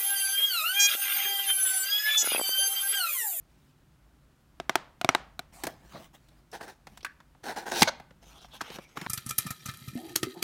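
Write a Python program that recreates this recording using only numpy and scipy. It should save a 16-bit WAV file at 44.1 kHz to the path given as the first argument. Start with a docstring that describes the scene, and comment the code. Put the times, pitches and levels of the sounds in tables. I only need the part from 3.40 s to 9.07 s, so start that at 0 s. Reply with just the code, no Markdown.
"""A small cardboard box is torn open close by: a thumb rasps along the seam, snapping fibres until
it bursts and the lid scrapes free. Before that, long fingernails drum on the box, ringing its walls
and the air inside, and hands rub on it as they turn it over. Afterwards the flaps slide apart and
are flicked back. Behind it all are a low rumble from the hands and a quiet room with a faint echo."""
import sys
import numpy as np
from scipy import signal
from scipy.fft import rfft, irfft, next_fast_len
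from scipy.io import wavfile
from scipy.ndimage import uniform_filter1d, map_coordinates

SR = 44100
rng = np.random.default_rng(int(sys.argv[2]) if len(sys.argv) > 2 else 0)


def int16_out(signal):
    """Quantize to a 16-bit WAV file."""
    q = np.round(np.clip(np.atleast_2d(signal).T, -1, 1) * 32767)
    wavfile.write(sys.argv[1], SR, q.astype(np.int16))


N = 250047
GIVE_S = 4.418  # the moment the seam gives way
CLICK_HZ = 2500  # the walls sound below this, clicks and hiss above


# Thumb pushes on the seam. Each row: start and length in seconds, relative wall and fibre levels in dB.
THUMB_PUSHES = [(3.121, 0.035, -41.5, -49), (3.2, 0.037, -42, -50.5), (3.266, 0.027, -43.5, -51),
                (4.031, 0.041, -43, -47.5), (4.06, 0.053, -35.5, -46), (4.156, .032, -35, -42.5),
                (4.2, 0.041, -48, -60.5), (4.253, 0.038, -36.5, -45.5), (4.304, .114, -34.5, -45.5)]
# The freed lid brushes, then scrapes the rim. 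Each row: start and length in seconds, relative level in dB.
LID_STROKES = [(4.43, 0.048, -43.5), (4.472, 0.02, -24)]
# How the seam and the lid ring. Each row: pitch in Hz, width in Hz, relative level in dB.
SEAM_RINGS = [(327, 230, -5), (797, 179, 1), (943, 168, -2), (1503, 170, -3), (1740, 414, -8)]
LID_RINGS = [(626, 81, -7), (945, 50, 2.5), (1460, 100, 0), (2230, 98, -2.5), (4100, 1000, -11.5),
             (6200, 800, -13.5)]
# The tone of breaking fibres. Each row: frequency in Hz, relative level in dB.
FIBRE_TONE = [(1500, -30.5), (2400, -3.5), (4000, 1), (6000, 0.5), (7500, -7), (9500, -4), (11500, -11.5),
              (16000, -11)]

def tearing(fibre_db=-1, lid_db=-1, run_s=4.275, run_db=17.5):
    """Fibres catch and break by the thousand and shake the walls; then the lid scrapes free."""
    wall, _ = strokes(THUMB_PUSHES, attack_s=0.014, release_db_per_s=478.5, flutter_db=1.0)
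    _, fibre = strokes(THUMB_PUSHES, attack_s=0.015, release_db_per_s=382, flutter_db=-0.5)
    # once the tear runs, the fibres grow louder until the seam gives
    fibre *= amp(np.interp(np.arange(N) / SR, [run_s, GIVE_S], [0, run_db], right=0))
    breaks = slips(rate=6000, spread_db=-1)
    bundles = slips(rate=350, spread_db=1.5)  # whole bundles part with a crisper tick
    crackle = shifting(coloured(breaks + amp(-7) * bundles, FIBRE_TONE), depth_db=2.5)
    body = resonated(breaks + amp(-5) * bundles, SEAM_RINGS)
    rasp = wall * body + amp(fibre_db) * fibre * crackle
    drag = slips(rate=12000, spread_db=1)
    lid = band(resonated(drag, LID_RINGS), [450, 7000], "bandpass")
    lid += amp(-17) * coloured(drag, FIBRE_TONE)  # torn fibres hiss on its edge
    contact, = strokes(LID_STROKES, attack_s=0.0059, release_db_per_s=2500.5)
    return band(rasp, 160, "highpass", order=2) + amp(lid_db) * contact * lid


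# The last strip of card parts: start and length in seconds.
STRIP_RIP = (4.4280, .0065)

def burst(swing_hz=205, swing_s=0.015, jolt_hz=92, jolt_t60=0.12, rip_hz=3500, rip_width_hz=3200):
    """The seam lets go: the wall springs back and pumps the air, the box jolts, the last strip rips."""
    out = np.zeros(N)
    t = np.arange(round(swing_s * SR)) / SR
    add(out, GIVE_S, amp(-14) * np.sin(np.pi * t / swing_s) * np.sin(2 * np.pi * swing_hz * t))
    t = np.arange(SR // 5) / SR
    add(out, GIVE_S, amp(-32 - 60 * t / jolt_t60) * np.sin(2 * np.pi * jolt_hz * t))
    start, length = STRIP_RIP
    swell = np.hanning(round(length * SR))
    rip = resonated(rng.standard_normal(len(swell)), [(rip_hz, rip_width_hz, 0)])
    add(out, start, amp(-13) * swell * rip)
    return out


# Nails on the box. Each row: start in seconds, panel pitch in Hz, levels of the walls, the hollow
# inside and the click in dB, extra treble in the click in dB.
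NAIL_TAPS = [(1.2001, 680, -46, -51, -54, -9), (1.2948, 670, -35, -46, -41, -5.5),
             (1.3555, 885, -31, -44, -37, 1), (1.6135, 700, -44.5, -54, -47, -3),
             (1.646, 660, -36.5, -38.5, -42, -2.5), (1.69, 670, -29, -38.5, -33.5, -9),
             (1.749, 850, -30.5, -49, -39.5, -2), (1.9927, 692, -47.5, -55.5, -47.5, -1)]
# How the closed box rings. Each row: pitch in Hz, relative level in dB, longest fade in seconds.
BOX_RINGS = [(136, -12, 0.031), (270, -12, 0.038), (374, -8, 0.038), (720, -4.5, 0.029),
             (1200, -5.5, 0.023), (1500, -3, 0.019), (2190, -10, 0.024), (2420, -5, 0.0083),
             (2940, -12, 0.013), (3480, -3.5, 0.011), (4060, -8.5, .02), (5580, -11, 0.02),
             (6900, -23, 0.054)]

def taps(panel_t60=0.025, tick_t60=0.016, nail_hz=4500, vary_db=2):
    """Each nail ticks on the card and rings the box, most of all the panel under it."""
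    out, t = np.zeros(N), np.arange(SR // 10) / SR
    hz, db, t60 = np.transpose(BOX_RINGS)[:, :, None]  # t60: seconds to fade by 60 dB
    t60 = np.minimum(t60, 100 / hz)  # card soaks up motion: no ring outlasts a hundred cycles
    for start, panel_hz, *levels_db in NAIL_TAPS:
        strength = db + vary_db * rng.standard_normal(hz.shape)
        sign = rng.choice([-1, 1], hz.shape)  # where the nail lands sets which way each ring starts
        # resting fingers load the card and shift its higher rings from tap to tap
        pitch = hz * (1 + np.minimum(hz / 40000, 0.07) * rng.standard_normal(hz.shape))
        ring = np.sum(sign * amp(strength - 60 * t / t60) * np.sin(2 * np.pi * pitch * t), axis=0)
        panel = amp(-60 * t / panel_t60) * np.cos(2 * np.pi * panel_hz * t)
        noise = band(rng.standard_normal(len(t)), nail_hz, "lowpass", order=1)
        tick = amp(5 - 60 * t / tick_t60) * noise
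        add(out, start, box_blow(ring + panel + tick, *levels_db))
    return out


# Short cracks and clicks. Each row: start in seconds, ring pitch in Hz, levels of the walls,
# the hollow inside and the click in dB, extra treble in the click in dB.
SHORT_CRACKS = [(2.2356, 805, -46.5, -47, -44.5, 12), (2.251, 730, -59, -53, -55.5, 3),
                (2.268, 687, -46, -46, -46.5, 8), (2.885, 4000, -77, -85, -75.5, 9),
                (3.115, 5500, -84, -97, -65.5, 4), (3.209, 750, -54, -60, -71, 12),
                (3.469, 754, -58.5, -63, -62, -0.5), (3.5733, 910, -65, -71, -60.5, 4),
                (3.6065, 3300, -71, -85, -70, -1), (3.629, 5570, -61, -77, -66, 3),
                (3.6471, 1504, -42.5, -91, -50, 5), (3.663, 1630, -50.5, -84, -66, 9),
                (3.8021, 940, -64.5, -75, -74.5, -2), (3.948, 780, -71, -82, -90, -6),
                (4.4176, 930, -36, -41, -41, 10), (4.4204, 816, -31, -33.5, -25.5, -2.5),
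                (4.4283, 2210, -35.5, -40.5, -39.5, 1), (4.5985, 713, -56.5, -61, -70, 2.5),
                (4.707, 487, -69, -65.5, -76, -3), (5.0448, 717, -60, -69, -75, -12),
                (5.207, 1470, -46, -69, -58, -6), (5.212, 940, -47, -51.5, -48, -1),
                (5.3013, 520, -64, -55, -59.5, -11), (5.3849, 520, -54, -51.5, -66, 1),
                (5.5713, 1180, -46.5, -50.5, -54.5, 1), (5.6131, 2100, -61.5, -48.5, -52.5, 1),
                (5.6626, 990, -43, -50.5, -65, -6)]
# The tone of a crack. Each row: frequency in Hz, relative level in dB.
CRACK_TONE = [(60, -2.5), (170, 6.5), (300, 3.5), (480, -1.5), (800, 2), (1600, 2.5), (2600, -4.5),
              (4200, -3), (7000, -9), (11000, -16.5), (16000, -21)]

def cracks(rise_s=0.00074, crack_t60=0.034, ring_t60=0.035, hollow_hz=450):
    """Nails knock on the box, card buckles and flicks: each makes a short crack and a brief ring."""
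    out, t = np.zeros(N), np.arange(SR // 10) / SR
    for start, ring_hz, *levels_db in SHORT_CRACKS:
        crack = coloured(rng.standard_normal(len(t)), CRACK_TONE)
        ring = resonated(rng.standard_normal(len(t)), [(ring_hz, 0.09 * ring_hz, 0)])
        # a small piece of card gives off little below its own pitch; the air inside supplies the lows
        crack = band(crack, max(hollow_hz, 0.8 * ring_hz), "highpass") + band(crack, hollow_hz, "lowpass")
        blow = crack * amp(-60 * t / crack_t60) + ring * amp(1 - 60 * t / ring_t60)
        add(out, start, box_blow((1 - np.exp(-t / rise_s)) * blow, *levels_db))
    return out


def box_blow(x, wall_db, hollow_db, click_db, crisp_db, crisp_hz=7500):
    """A blow is shared among the walls, the air inside and a click, crisper for a harder contact."""
    hollow = band(x, [125, 370], "bandpass", order=2)
    wall = band(x, [580, CLICK_HZ], "bandpass", order=2)
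    click = band(x, CLICK_HZ, "highpass", order=2)
    click = band(click, crisp_hz, "lowpass") + amp(crisp_db) * band(click, crisp_hz, "highpass")
    return amp(wall_db) * unit(wall) - amp(hollow_db) * unit(hollow) - amp(click_db) * unit(click)


# Hands sliding. Each row: start and length in seconds, relative wall and hiss levels in dB.
PALM_STROKES = [(.08, 0.23, -76, -73.5), (2.12, 0.2, -50, -56.5), (2.27, 0.021, -40, -58),
                (2.32, 0.13, -58, -69), (2.43, 0.17, -53.5, -64), (2.485, .17, -49.5, -57),
                (2.53, 0.04, -42, -66), (2.728, 0.025, -50, -55.5), (2.78, 0.22, -67.5, -72.5),
                (3.47, 0.12, -60, -65.5)]
# The tone of skin on card. Each row: frequency in Hz, relative level in dB.
PALM_TONE = [(150, 8.5), (450, -9.5), (700, 1), (1100, -5.5), (2000, -8.5), (3200, -17), (5000, -20.5),
             (8500, -24.5), (11000, -30.5), (16000, -26.5)]

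def turning():
    """Palms and fingertips rub the box as they turn it and shift their grip."""
    grip = strokes(PALM_STROKES, attack_s=0.022, release_db_per_s=602, flutter_db=1.0)
    return sliding(grip, PALM_TONE, rate=7700, wall_db=-5.0, hiss_db=-0.5)


# Flaps sliding. Each row: start and length in seconds, relative wall and hiss levels in dB.
FLAP_STROKES = [(4.81, 0.07, -60, -63), (4.86, .13, -58, -59.5), (5.0, 0.056, -57.5, -58),
                (5.07, 0.082, -62.5, -67), (5.122, 0.045, -48, -52), (5.18, 0.036, -57, -63),
                (5.22, .15, -46, -56), (5.315, .048, -49, -47.5), (5.39, 0.056, -56, -59.5),
                (5.47, 0.077, -63.5, -66), (5.55, 0.15, -45, -53.5)]
# The tone of card on card. Each row: frequency in Hz, relative level in dB.
FLAP_TONE = [(88, -27), (150, 6), (328, -1.5), (504, -0.5), (790, 5), (1080, -1), (1480, 0), (1790, -1.5),
             (2700, 1.5), (4160, -6.5), (4760, -12), (5360, -5), (7470, -15), (15100, -19.5), (16000, -24)]

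def flaps():
    """The flaps rub over each other as they part."""
    contact = strokes(FLAP_STROKES, attack_s=0.018, release_db_per_s=700, flutter_db=1.2)
    return sliding(contact, FLAP_TONE, rate=6200, wall_db=-2.5, hiss_db=1.5)


def sliding(gains, tone, rate, wall_db, hiss_db):
    """Dry rubbing: tiny slips hiss at the contact and murmur in the walls."""
    wall, hiss = gains
    rub = shifting(coloured(slips(rate, spread_db=1.5), tone), depth_db=4)
    murmur = unit(band(rub, [220, CLICK_HZ], "bandpass", order=2))
    return amp(wall_db) * wall * murmur + amp(hiss_db) * hiss * unit(band(rub, CLICK_HZ, "highpass"))


# Card ringing briefly. Each row: start and length in seconds, pitch and width in Hz, level in dB.
CARD_RINGS = [(2.129, 0.1, 8100, 4000, -58.5), (2.529, 0.069, 4040, 700, -57),
              (2.543, 0.042, 620, 140, -47), (3.66, 0.066, 1640, 400, -56),
              (4.337, 0.083, 3760, 500, -39.5), (4.365, 0.045, 5570, 500, -51),
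              (4.472, 0.028, 596, 110, -30.5), (4.977, 0.066, 3850, 880, -61),
              (5.108, 0.081, 3430, 820, -54), (5.236, 0.087, 3100, 935, -54),
              (5.394, 0.086, 2290, 218, -60.5)]

def card_rings():
    """Card rings briefly around one pitch: scraped edges, and a flap ringing on after a snap."""
    out = np.zeros(N)
    for start, length, hz, width, db in CARD_RINGS:
        progress = np.linspace(0, 1, round(length * SR))
        broad = resonated(rng.standard_normal(len(progress)), [(hz, 2 * width, 0)])
        ring = resonated(broad, [(hz, width, 0)])
        add(out, start, amp(db) * np.sqrt(4 * progress * (1 - progress)) * ring)
    return out


def desk(x, delay_s=0.0028, reflect_db=-19, dull_hz=3000):
    """The desk adds a weak, dull copy a moment later."""
    out = x.copy()
    add(out, delay_s, amp(reflect_db) * band(x, dull_hz, "lowpass", order=1))
    return out


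# The tone the box sends into the room. Each row: frequency in Hz, gain in dB.
ECHO_TONE = [(80, -25), (150, -3.5), (430, -4), (800, 1), (1500, -3), (2500, -8), (5000, -14), (8000, -21),
             (16000, -34)]

def tap_echoes(boost_db=28.5):
    """All sides of the box sound into the room, so a tap's echo has a smoother tone than the tap."""
    out = np.zeros(N)
    for start, _, wall_db, *_ in NAIL_TAPS:
        add(out, start + 0.0025, amp(boost_db + wall_db) * room_tail())
    return filtered(out, lambda hz: amp(along(ECHO_TONE, hz)))


# How long the room rings. Each row: frequency in Hz, seconds to fade by 60 dB.
ROOM_FADE = [(150, 0.33), (1000, 0.47), (4000, .35), (12000, 0.15)]

def room_tail(build_s=0.0012):
    """A small room's echo builds up quickly, and its treble dies first."""
    hz, t, noise = signal.stft(rng.standard_normal(SR // 2), SR, nperseg=256)
    fade = amp(-60 * t / along(ROOM_FADE, hz)[:, None])
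    tail = signal.istft(noise * fade * (1 - np.exp(-t / build_s)), SR, nperseg=256)[1]
    return tail / np.linalg.norm(tail)


# How strongly the hands rumble. Each row: time in seconds, relative level in dB.
RUMBLE_LEVELS = [(0.0, -63), (0.3, -66.5), (2.49, -60.5), (2.84, -63.5), (4.09, -64.5), (4.59, -60.5),
                 (4.85, -60.5), (5.67, -65.5)]
# The tones of the rumble and of the room's air. Each row: frequency in Hz, relative level in dB.
RUMBLE_TONE = [(12, -28), (20, -3), (32, -11.5), (48, 9), (86, -2.5), (112, -13.5), (144, -3.5),
               (200, -7.5), (260, -19.5), (440, -120)]
AIR_TONE = [(59, -32), (100, -10), (143, -1), (170, -12.5), (289, -10), (481, -22.5), (513, -20),
            (1080, -22.5), (1390, -22.5), (2270, -29), (3120, -30), (5300, -34), (16000, -39.5)]

def background(rumble_db=0.5, air_db=-65):
    """The dull rumble of hands on the box, over still room air."""
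    hands_db = np.interp(np.arange(N) / SR, *np.transpose(RUMBLE_LEVELS))
    rumble = amp(rumble_db + hands_db) * coloured(rng.standard_normal(N), RUMBLE_TONE)
    return rumble + amp(air_db) * coloured(rng.standard_normal(N), AIR_TONE)


def strokes(rows, attack_s, release_db_per_s, flutter_db=0):
    """One loudness curve for each dB column: a stroke takes hold, flutters with the grip and dies away."""
    t = np.arange(N) / SR
    power = 0
    for start, length, *levels_db in rows:
        rise = np.clip((t - start) / attack_s, 0, 1)
        fall = amp(-release_db_per_s * np.maximum(t - start - length, 0))
        power = power + np.outer(amp(levels_db), rise * fall) ** 2
    return np.sqrt(power) * amp(flutter_db * wobble(rate=70))


def slips(rate, spread_db):
    """A surface sticks and slips: tiny uneven clicks at random times, about rate a second."""
    happens = rng.random(N) < rate / SR
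    return unit(happens * rng.standard_normal(N) * amp(spread_db * rng.standard_normal(N)))


def shifting(x, depth_db):
    """A moving contact keeps changing how the card rings: patches of the tone rise and fall at random."""
    spectrum = signal.stft(x, nperseg=512)[2]
    patches = uniform_filter1d(rng.standard_normal(spectrum.shape), size=5, axis=0)
    patches = uniform_filter1d(patches, size=9, axis=1)
    return unit(signal.istft(spectrum * amp(depth_db * unit(patches)), nperseg=512)[1][:N])


def wobble(rate):
    """A smooth curve through rate random points a second."""
    return map_coordinates(rng.standard_normal(int(N * rate / SR) + 4), [np.arange(N) * rate / SR])


def resonated(x, peaks):
    """Ring x at each (pitch in Hz, width in Hz, dB) peak, at an average level of 1."""
    def response(f):
        return sum((-1) ** k * amp(db) * 1j * f * width / (hz * hz - f * f + 1j * f * width)
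                   for k, (hz, width, db) in enumerate(peaks))
    return unit(filtered(x, response))


def coloured(x, tone):
    """Shape x with a tone table, at an average level of 1."""
    return unit(filtered(x, lambda hz: amp(along(tone, hz))))


def filtered(x, response):
    """Scale each frequency in x by response(Hz)."""
    size = next_fast_len(len(x) + 8192)
    return irfft(rfft(x, size) * response(np.fft.rfftfreq(size, 1 / SR)), size)[:len(x)]


def band(x, edges_hz, kind, order=3):
    """Keep the lows, the highs or a band between."""
    return signal.sosfilt(signal.butter(order, edges_hz, kind, fs=SR, output="sos"), x)


def along(points, hz):
    """Read between (Hz, value) points on a log scale."""
    known_hz, values = np.transpose(points)
    return np.interp(np.log(hz + 1), np.log(known_hz + 1), values)


def add(track, start_s, sound):
    """Mix a sound into the track."""
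    span = track[round(start_s * SR):][:len(sound)]
    span += sound[:len(span)]


def amp(db):
    """Decibels to gain."""
    return 10 ** (np.asarray(db) / 20)


def unit(x):
    """Scale to an average (rms) level of 1."""
    return x / np.sqrt(np.mean(x ** 2) + 1e-20)


def scene(room_db=-20):
    """The box close by, the room faintly behind it."""
    handling = turning() + flaps() + cracks() + burst() + tearing() + card_rings()
    drumming = desk(taps()) + tap_echoes()
    echo = signal.fftconvolve(handling, room_tail())[:N]
    return (handling + drumming + amp(room_db) * echo + background())[None]


def record(dry, top_hz=16000):
    """The very highest treble is cut off steeply."""
    return filtered(dry[0], lambda hz: 1 / (1 + (hz / top_hz) ** 120))[None]


dry = scene()
out = record(dry)
int16_out(out)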